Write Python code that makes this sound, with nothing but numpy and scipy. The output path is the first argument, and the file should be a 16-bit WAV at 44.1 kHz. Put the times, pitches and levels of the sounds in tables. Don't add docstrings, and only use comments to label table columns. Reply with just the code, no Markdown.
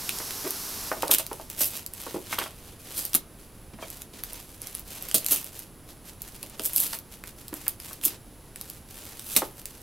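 import sys
import numpy as np
from scipy import signal
from scipy.fft import rfft, irfft
from scipy.io import wavfile
from scipy.ndimage import uniform_filter1d

SR = 44100
rng = np.random.default_rng(int(sys.argv[2]) if len(sys.argv) > 2 else 0)


def dump(signal):
    limited = np.clip(np.atleast_2d(signal).T, -1, 1)
    pcm = np.round(limited * 32767).astype(np.int16)
    wavfile.write(sys.argv[1], SR, pcm)


N = 433062
TIME = np.arange(N) / SR


def gain_of(db):
    return 10 ** (np.asarray(db) / 20)


def evened(x):
    return x / np.sqrt(np.mean(x ** 2) + 1e-20)


def drift(count, smooth_s):
    return evened(uniform_filter1d(rng.standard_normal(count), max(int(smooth_s * SR), 1)))


def read(points, hz):
    f, value = np.transpose(points)
    return np.interp(np.log(hz + 1), np.log(f + 1), value)


def add(mix, s, sound):
    part = mix[..., max(round(s * SR), 0):][..., :sound.shape[-1]]
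    part += sound[..., :part.shape[-1]]


def colour(x, shape_db, size=2048):
    db = shape_db(abs(np.fft.fftfreq(size, 1 / SR)))
    log_spectrum = np.conj(signal.hilbert(np.log(gain_of(db))))
    taps = np.fft.ifft(np.exp(log_spectrum)).real
    taps /= np.linalg.norm(taps)
    return signal.oaconvolve(x, taps[None], axes=1)


def noise(count, apart):
    common = rng.standard_normal(count)
    opposed = rng.standard_normal(count) * np.array([[1], [-1]])
    return (common + apart * opposed) / np.sqrt(1 + apart ** 2)


# frequency in Hz, density in relative dB per Hz.
ROOM_NOISE_SPECTRUM = [(20, -5), (30, -4), (39, 3.5), (52, -4.5), (90, -2), (180, -7), (320, -9.5),
                       (600, -16.5), (1200, -21.5), (2200, -27), (4000, -29), (7000, -31.5), (9500, -29.5),
                       (12000, -27.5), (16000, -35.5)]


def room_noise(level_db=-48.5):
    floor = colour(noise(N, apart=.3), lambda hz: read(ROOM_NOISE_SPECTRUM, hz), size=8192)
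    return gain_of(level_db) * floor[:, :N]


# frequency in Hz, density in relative dB per Hz.
HISS_SPECTRUM = [(80, -12), (200, -4.5), (400, -2), (600, -7.5), (850, -4), (1150, -4), (1900, -9.5),
                 (3400, -7.5), (5400, -1), (6800, -5), (8400, -6), (10000, -5), (11800, -.5), (14500, -7),
                 (16000, -14)]
# time in seconds, level in dB.
HISS_COURSE = [(0, -36), (.5, -35.5), (.88, -35.5), (.96, -44), (1.3, -54), (2.5, -70), (3, -90)]


def hiss():
    level_db = np.interp(TIME, *np.transpose(HISS_COURSE))
    return gain_of(level_db) * colour(noise(N, apart=.25), lambda hz: read(HISS_SPECTRUM, hz))[:, :N]


def whine(level_db=-62, pitch_hz=10234, wander_hz=70, wander_s=.004):
    turns = np.cumsum(pitch_hz + wander_hz * drift(N, wander_s)) / SR
    return gain_of(level_db) * evened(np.sin(2 * np.pi * turns))


# frequency in Hz, density in relative dB per Hz.
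CARDBOARD_SPECTRUM = [(60, -18), (170, -2), (300, -1), (450, -3), (750, -6.5), (1200, -4.5), (1800, -8.5),
                      (2500, -7), (5000, -15), (12000, -26)]
# frequency in Hz, width in Hz, height in dB above that spectrum.
BOX_RESONANCES = [(302, 55, 4.5), (385, 55, 4), (564, 38, 4), (654, 38, 4), (853, 70, 2.5),
                  (1120, 120, 2.5)]


def cardboard(hz):
    walls = sum(db / (1 + (2 * (hz - f) / width) ** 2) for f, width, db in BOX_RESONANCES)
    return read(CARDBOARD_SPECTRUM, hz) + walls


# start in seconds, length in seconds, first pitch in Hz,
# last pitch in Hz, level of the tone in dB, step from one partial to the next in dB.
SQUEAKS = [(0.44, 0.026, 290, 310, -35.5, -10), (0.46, .02, 376, 395, -31, -22),
           (3.82, 0.034, 2520, 2150, -47, -7), (3.822, .016, 3100, 3350, -46.5, -14)]


def squeaks(rough=.6, partials=3):
    out = np.zeros((2, N))
    for s, length, first_hz, last_hz, db, overtone_db in SQUEAKS:
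        t = np.arange(0, length, 1 / SR)
        turns = np.cumsum(np.linspace(first_hz, last_hz, len(t))) / SR
        tone = evened(sum(gain_of(overtone_db * k) * np.sin(2 * np.pi * (k + 1) * turns)
                          for k in range(partials)))
        scrape = colour(noise(len(t), apart=.2), cardboard)[:, :len(t)]
        swell = signal.windows.tukey(len(t), .7)
        add(out, s, gain_of(db) * swell * (tone + rough * scrape))
    return out


# start in seconds, end in seconds, level in dB.
RUB_STROKES = [(1.681, 1.824, -47), (2.02, 2.143, -44.5), (2.23, 2.31, -47), (2.56, 2.8, -55.5),
               (2.82, 2.97, -49), (3.779, 3.9, -47.5), (4.11, 4.23, -48), (4.25, 4.46, -48.5),
               (4.59, 4.718, -51), (4.82, 5.147, -47), (5.2, 5.285, -49), (5.879, 5.938, -52),
               (6.189, 6.3, -53), (6.479, 6.58, -51.5), (8.07, 8.18, -46), (8.881, 9.24, -54.5)]
# frequency in Hz, density in relative dB per Hz.
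RUB_SPECTRUM = [(100, -11), (300, 5), (700, -0.5), (1600, -4), (2400, -3), (3400, -1.5), (5000, -3),
                (7500, -5.5), (11000, -7), (16000, -13)]


def rubs(judder_db=3.5, judder_s=.006):
    out = np.zeros((2, N))
    for start, end, db in RUB_STROKES:
        count = int(max(end - start, .02) * SR)
        judder = gain_of(judder_db * drift(count, judder_s))
        friction = evened(judder * noise(count, apart=0.39))
        stroke = signal.windows.tukey(count, .7) * friction
        add(out, start, gain_of(db) * colour(stroke, lambda hz: read(RUB_SPECTRUM, hz)))
    return out


# time in seconds, level in dB before the common trim,
# centre of the sound in Hz.
BOX_KNOCKS = [(.201, -39, 900), (.916, -24.5, 820), (.97, -37.5, 400), (1.032, -23.5, 674),
              (1.07, -37, 650), (1.094, -29.5, 645), (1.122, -33, 900), (1.196, -36, 600),
              (1.314, -31.5, 607), (1.398, -38, 560), (1.609, -36.5, 910), (2.066, -36, 650),
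              (2.144, -29.5, 390), (2.161, -30, 480), (2.328, -28, 1400), (2.385, -28.5, 1190),
              (2.414, -31, 1200), (2.461, -38.5, 1200), (3.148, -34.5, 1310), (3.15, -35.5, 220),
              (3.736, -42, 120), (3.788, -43.5, 900), (3.826, -36, 800), (5.145, -29.5, 270),
              (5.316, -37.5, 350), (6.435, -44, 420), (6.595, -35, 380), (6.931, -38, 1620),
              (7.527, -34.5, 380), (7.53, -43, 1300), (7.666, -39, 1800), (7.91, -45, 1100),
              (8.061, -38.5, 350), (9.364, -29.5, 2500), (9.366, -33, 140), (9.368, -33, 750),
              (9.42, -26, 656)]


def knocks(trim_db=.8, focus_db=5, blow=6, depth_db=19, fade_s=.021):
    out, t = np.zeros((2, N)), np.arange(0, 3 * fade_s, 1 / SR)
    contact = gain_of(-20 * t / fade_s)
    for s, db, centre_hz in BOX_KNOCKS:
        def register(hz):
            octaves_off = np.log2((hz + 1) / centre_hz)
            return cardboard(hz) - np.minimum(focus_db * octaves_off ** 2, depth_db)

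        push = contact * noise(len(t), apart=0.15)
        push[:, 0] += blow
        knock = colour(push, register)
        knock *= np.sqrt(4 * np.sum(contact ** 2) / np.sum(knock ** 2))
        add(out, s, gain_of(db + trim_db) * knock)
    return out


# frequency in Hz, density in relative dB per Hz.
PAPER_SPECTRUM = [(100, -27), (300, -20.5), (650, -27), (1300, -17), (1900, -18.5), (2600, -10),
                  (3300, -8.5), (4200, -9), (5200, -8.5), (7000, -7.5), (9000, -3), (11000, -1),
                  (12100, 1.5), (14000, -4), (16000, -9.5)]


def paper(x, tilt, knee_hz=1800, ripple_db=2.5, count=28):
    ripple = ripple_db * rng.standard_normal(count)
    grid = np.linspace(0, SR / 2, count)

    def sheet(hz):
        tautness = tilt * np.log2(np.maximum(hz, knee_hz))
        return read(PAPER_SPECTRUM, hz) + tautness + np.interp(hz, grid, ripple)

    return colour(x, sheet)


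def crackle(count, per_s, spread_db, smooth):
    chance, size, sign, side = rng.random((4, count))
    sizes = gain_of(spread_db * np.minimum(-np.log(1 - size), 3.5))
    clicks = (chance < per_s / SR) * sizes * np.sign(sign - .5)
    clicks = evened(clicks * (1 + (side - .5) * np.array([[.7], [-.7]])))
    return (clicks + smooth * noise(count, apart=0.55)) / np.sqrt(1 + smooth ** 2)


# start in seconds, length in seconds,
# level in dB before the common trim.
FINGER_GRIPS = [(0.87, 0.37, -44.5), (1.263, 0.21, -51), (1.502, 0.31, -43.5), (1.932, 0.25, -44.5),
                (2.19, 0.23, -49), (2.56, .18, -53.5), (2.803, 0.34, -47), (3.393, .07, -56),
                (3.824, .21, -48.5), (4.13, 0.11, -53.5), (4.24, 0.21, -48), (4.47, .13, -52),
                (4.605, 0.19, -45.5), (4.868, 0.61, -44), (5.533, 0.092, -45), (5.877, 0.048, -51.5),
                (6.059, 0.042, -46.5), (6.211, .26, -50), (6.587, 0.36, -45), (7.113, 0.038, -47),
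                (7.267, 0.024, -46), (7.376, .13, -52.5), (7.528, 0.19, -46.5), (7.811, .14, -44.5),
                (8.03, 0.094, -45.5), (8.562, .22, -51), (8.9, .32, -47.5), (9.285, .16, -43),
                (9.565, 0.046, -49.5), (9.66, 0.15, -51.5)]


def finger_effort(arch_db=3, trim_db=1, close_s=0.035, release_s=.07, stir_db=-65):
    effort = np.full(N, gain_of(stir_db))
    for start, length, db in FINGER_GRIPS:
        away = np.maximum((start - TIME) / close_s, (TIME - start - length) / release_s)
        near = away < 2
        slack = np.minimum((2 * (TIME[near] - start) / length - 1) ** 2, 1)
        grip = gain_of(db + trim_db - arch_db * slack - 20 * np.maximum(away[near], 0))
        effort[near] = np.maximum(effort[near], grip)
    return effort


# frequency in Hz, density in relative dB per Hz.
RUSTLE_SPECTRUM = [(100, -16), (300, -1.5), (800, -4.5), (1700, -6.5), (2700, -3), (5000, -3.5),
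                   (7000, -3.5), (9000, -2.5), (12000, 0.5), (14000, -3.5), (16000, -9)]


def rustle(level_db=-0.5, clump_db=2, clump_s=.015, tick_db=-8.5, tick_tilt=-2):
    effort = finger_effort()
    clumps = gain_of(level_db + clump_db * drift(N, clump_s))
    crinkles = effort * clumps * crackle(N, per_s=900, spread_db=5.5, smooth=.75)
    ticks = effort * gain_of(tick_db) * crackle(N, per_s=35, spread_db=3, smooth=0)
    crinkles = colour(crinkles, lambda hz: read(RUSTLE_SPECTRUM, hz))
    return (crinkles + paper(ticks, tick_tilt))[:, :N]


# time in seconds, level in dB over 2 ms before the common trim,
# tilt in dB per octave.
SHEET_SNAPS = [(0.0928, -19, -1.5), (.187, -28, -2), (.3082, -28.5, -7), (.4776, -29, 1),
               (0.5075, -21.5, 0.5), (1.0235, -23, -3), (1.0806, -25, 0), (1.1133, -9.5, -1.5),
               (1.1394, -15, -1), (1.148, -14, 0), (1.185, -19.5, 1), (1.2657, -27.5, -1),
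               (1.3309, -31, -2), (1.5006, -28.5, -1.5), (1.6564, -22, 7), (1.8633, -26, 2.5),
               (1.9366, -30, -1), (2.0165, -33, -1), (2.3882, -20, -5), (3.0523, -21, 4), (3.1333, -26, -2),
               (3.1431, -18, -2), (3.1497, -9.5, 2), (3.1543, -13, 2), (3.9025, -31, 1.5),
               (4.0197, -31.5, -0.5), (4.2368, -24.5, -1.5), (4.3322, -30, 2), (4.618, -29, 1),
               (4.6714, -29.5, -2), (4.7506, -24.5, -2), (4.795, -30, 9), (5.0247, -27, 3),
               (5.0874, -29, 0), (5.1137, -26, -4), (5.1439, -10, 3), (5.2459, -27, 1), (5.2636, -17, 1),
               (5.2855, -23, -1), (5.3224, -13.5, 2.5), (5.361, -22, 1), (5.444, -30, 1),
               (5.5923, -29.5, 0.5), (6.2194, -26, 5.5), (6.4294, -27.5, -0.5), (6.4984, -37, 4),
               (6.5959, -26, -5), (6.6533, -21.5, 1), (6.734, -24, 5), (6.7622, -13.5, 2),
               (6.7811, -19, -0.5), (6.9326, -26.5, -5.5), (6.9887, -30.5, 2), (7.2387, -33, -8.5),
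               (7.482, -33, -1.5), (7.5406, -28, 1.5), (7.6811, -13, 5), (7.801, -32.5, -2.5),
               (7.9317, -31.5, -1), (8.0135, -39, -6), (8.0375, -26.5, -2.5), (8.0451, -20, 5),
               (8.0524, -16.5, 6), (8.0583, -16, 4), (8.5597, -32.5, -3), (8.6125, -28, -1.5),
               (8.6999, -29, 1), (9.195, -31, -3.5), (9.3643, -8.5, -1), (9.6565, -26.5, 1)]


def snaps(trim_db=.5, flutter_s=0.00058, flutter=0.59, tail_s=0.0039, tail=0.075):
    out, t = np.zeros((2, N)), np.arange(SR // 80) / SR
    window = SR * .002
    for s, db, tilt in SHEET_SNAPS:
        fading = flutter * np.exp(-t / flutter_s) + tail * np.exp(-t / tail_s)
        burst = noise(len(t), apart=0.2) * fading
        burst[:, 0] += rng.choice([-1, 1])
        snap = paper(burst, tilt)
        snap = snap * np.sqrt(window / np.sum(snap ** 2, axis=1, keepdims=True))
        add(out, s, gain_of(db + trim_db) * snap)
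    return out


# crest in seconds, level in dB, seconds to swell by 20 dB,
# seconds to fade by 20 dB (0 stops at the crest), tilt in dB per octave.
PAPER_RIPS = [(1.114, -13.5, .007, .016, -1), (1.139, -16, .024, .02, -0.5), (1.184, -22, .003, 0.02, -2),
              (1.198, -31, .012, .045, -3.5), (1.612, -18, 0.0273, 0.06, -0.5),
              (1.66, -27.5, 0.01, 0.07, 2.5), (1.775, -30, 0.04, 0, -1), (2.332, -30, .04, 0.04, -4.5),
              (2.395, -34, 0.04, 0.15, -5), (2.985, -27.5, .05, .11, -.7), (3.152, -16.5, .005, .014, 1.5),
              (5.145, -14, .002, .04, 0.5), (5.324, -15.5, .028, .032, 0.5), (5.368, -30, 0.1, .06, -1.5),
              (6.662, -22.5, 0.04, 0.03, 2.5), (6.765, -22.5, 0.03, 0.02, 3),
              (6.803, -20.5, 0.0556, 0.0464, 2), (6.84, -26, 0.05, 0.07, -1), (6.942, -33.5, 0.1, 0.05, -2),
              (8.055, -17.5, 0.02, 0.0253, 3.5), (8.08, -29.5, 0.04, 0.0247, -1.5),
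              (9.34, -32.5, 0.14, 0.16, -1.5), (9.365, -13, .003, .028, 0)]


def rips(box_db=-21, box_per_tilt=-1.6, jerk_db=3.5, jerk_s=.007, patches=4):
    out = np.zeros((2, N))
    for s, db, swell, fade, tilt in PAPER_RIPS:
        t = np.arange(-2 * swell, 2 * fade, 1 / SR)
        pull = gain_of(db + 20 * np.minimum(t / swell, -t / fade)) / np.sqrt(patches)
        for _ in range(patches):
            jerks = gain_of(jerk_db * drift(len(t), jerk_s))
            fibres = pull * jerks * crackle(len(t), per_s=750, spread_db=5, smooth=.45)
            fibres *= np.sqrt(np.mean(pull ** 2) / np.mean(fibres ** 2))
            box = colour(fibres.mean(0)[None], cardboard)
            box_gain = gain_of(box_db + box_per_tilt * tilt)
            add(out, s + t[0], paper(fibres, tilt) + box_gain * box)
    return out


# frequency in Hz, time to fade by 60 dB in seconds.
ROOM_FADE = [(150, 0.31), (500, 0.25), (2000, 0.22), (6000, 0.15), (12000, 0.11), (16000, 0.12)]


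def room(x, wet_db=-8.5, early_db=-13, echoes=8):
    t = np.arange(SR // 2) / SR
    hz, at, z = signal.stft(noise(len(t), apart=0.79), SR, nperseg=256)
    fading = gain_of(-60 * at / read(ROOM_FADE, hz)[:, None])
    tail = signal.istft(z * fading, SR, nperseg=256)[1][:, :len(t)]
    tail *= np.clip((t - .002) / 0.0039, 0, 1)
    response = gain_of(wet_db) * tail / np.linalg.norm(tail[0])
    for delay, sign in zip(rng.uniform(.003, .014, echoes), rng.choice([-1, 1], echoes)):
        response[:, int(delay * SR)] += gain_of(early_db) * sign / np.sqrt(echoes)
    return signal.oaconvolve(x, response, axes=1)[:, :N]


def microphones(x, low_side_db=-6.0, split_hz=5000):
    mid, side = (x[0] + x[1]) / 2, (x[0] - x[1]) / 2
    hz = np.fft.rfftfreq(N, 1 / SR)
    narrowing = gain_of(low_side_db / (1 + (hz / split_hz) ** 4))
    side = irfft(rfft(side) * narrowing, N)
    return np.array([mid + side, mid - side])


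def scene():
    background = room_noise() + hiss() + whine()
    gift = squeaks() + rubs() + knocks() + rustle() + snaps() + rips()
    return microphones(gift + room(gift) + background) * gain_of([[-.55], [.55]])


def record(dry, ceiling=0.86, edge_hz=15880):
    limited = np.clip(dry, -ceiling, ceiling)
    band = signal.firwin(511, edge_hz, window=("kaiser", 9), fs=SR)
    return signal.oaconvolve(limited, band[None], "same")


dry = scene()
out = record(dry)
dump(out)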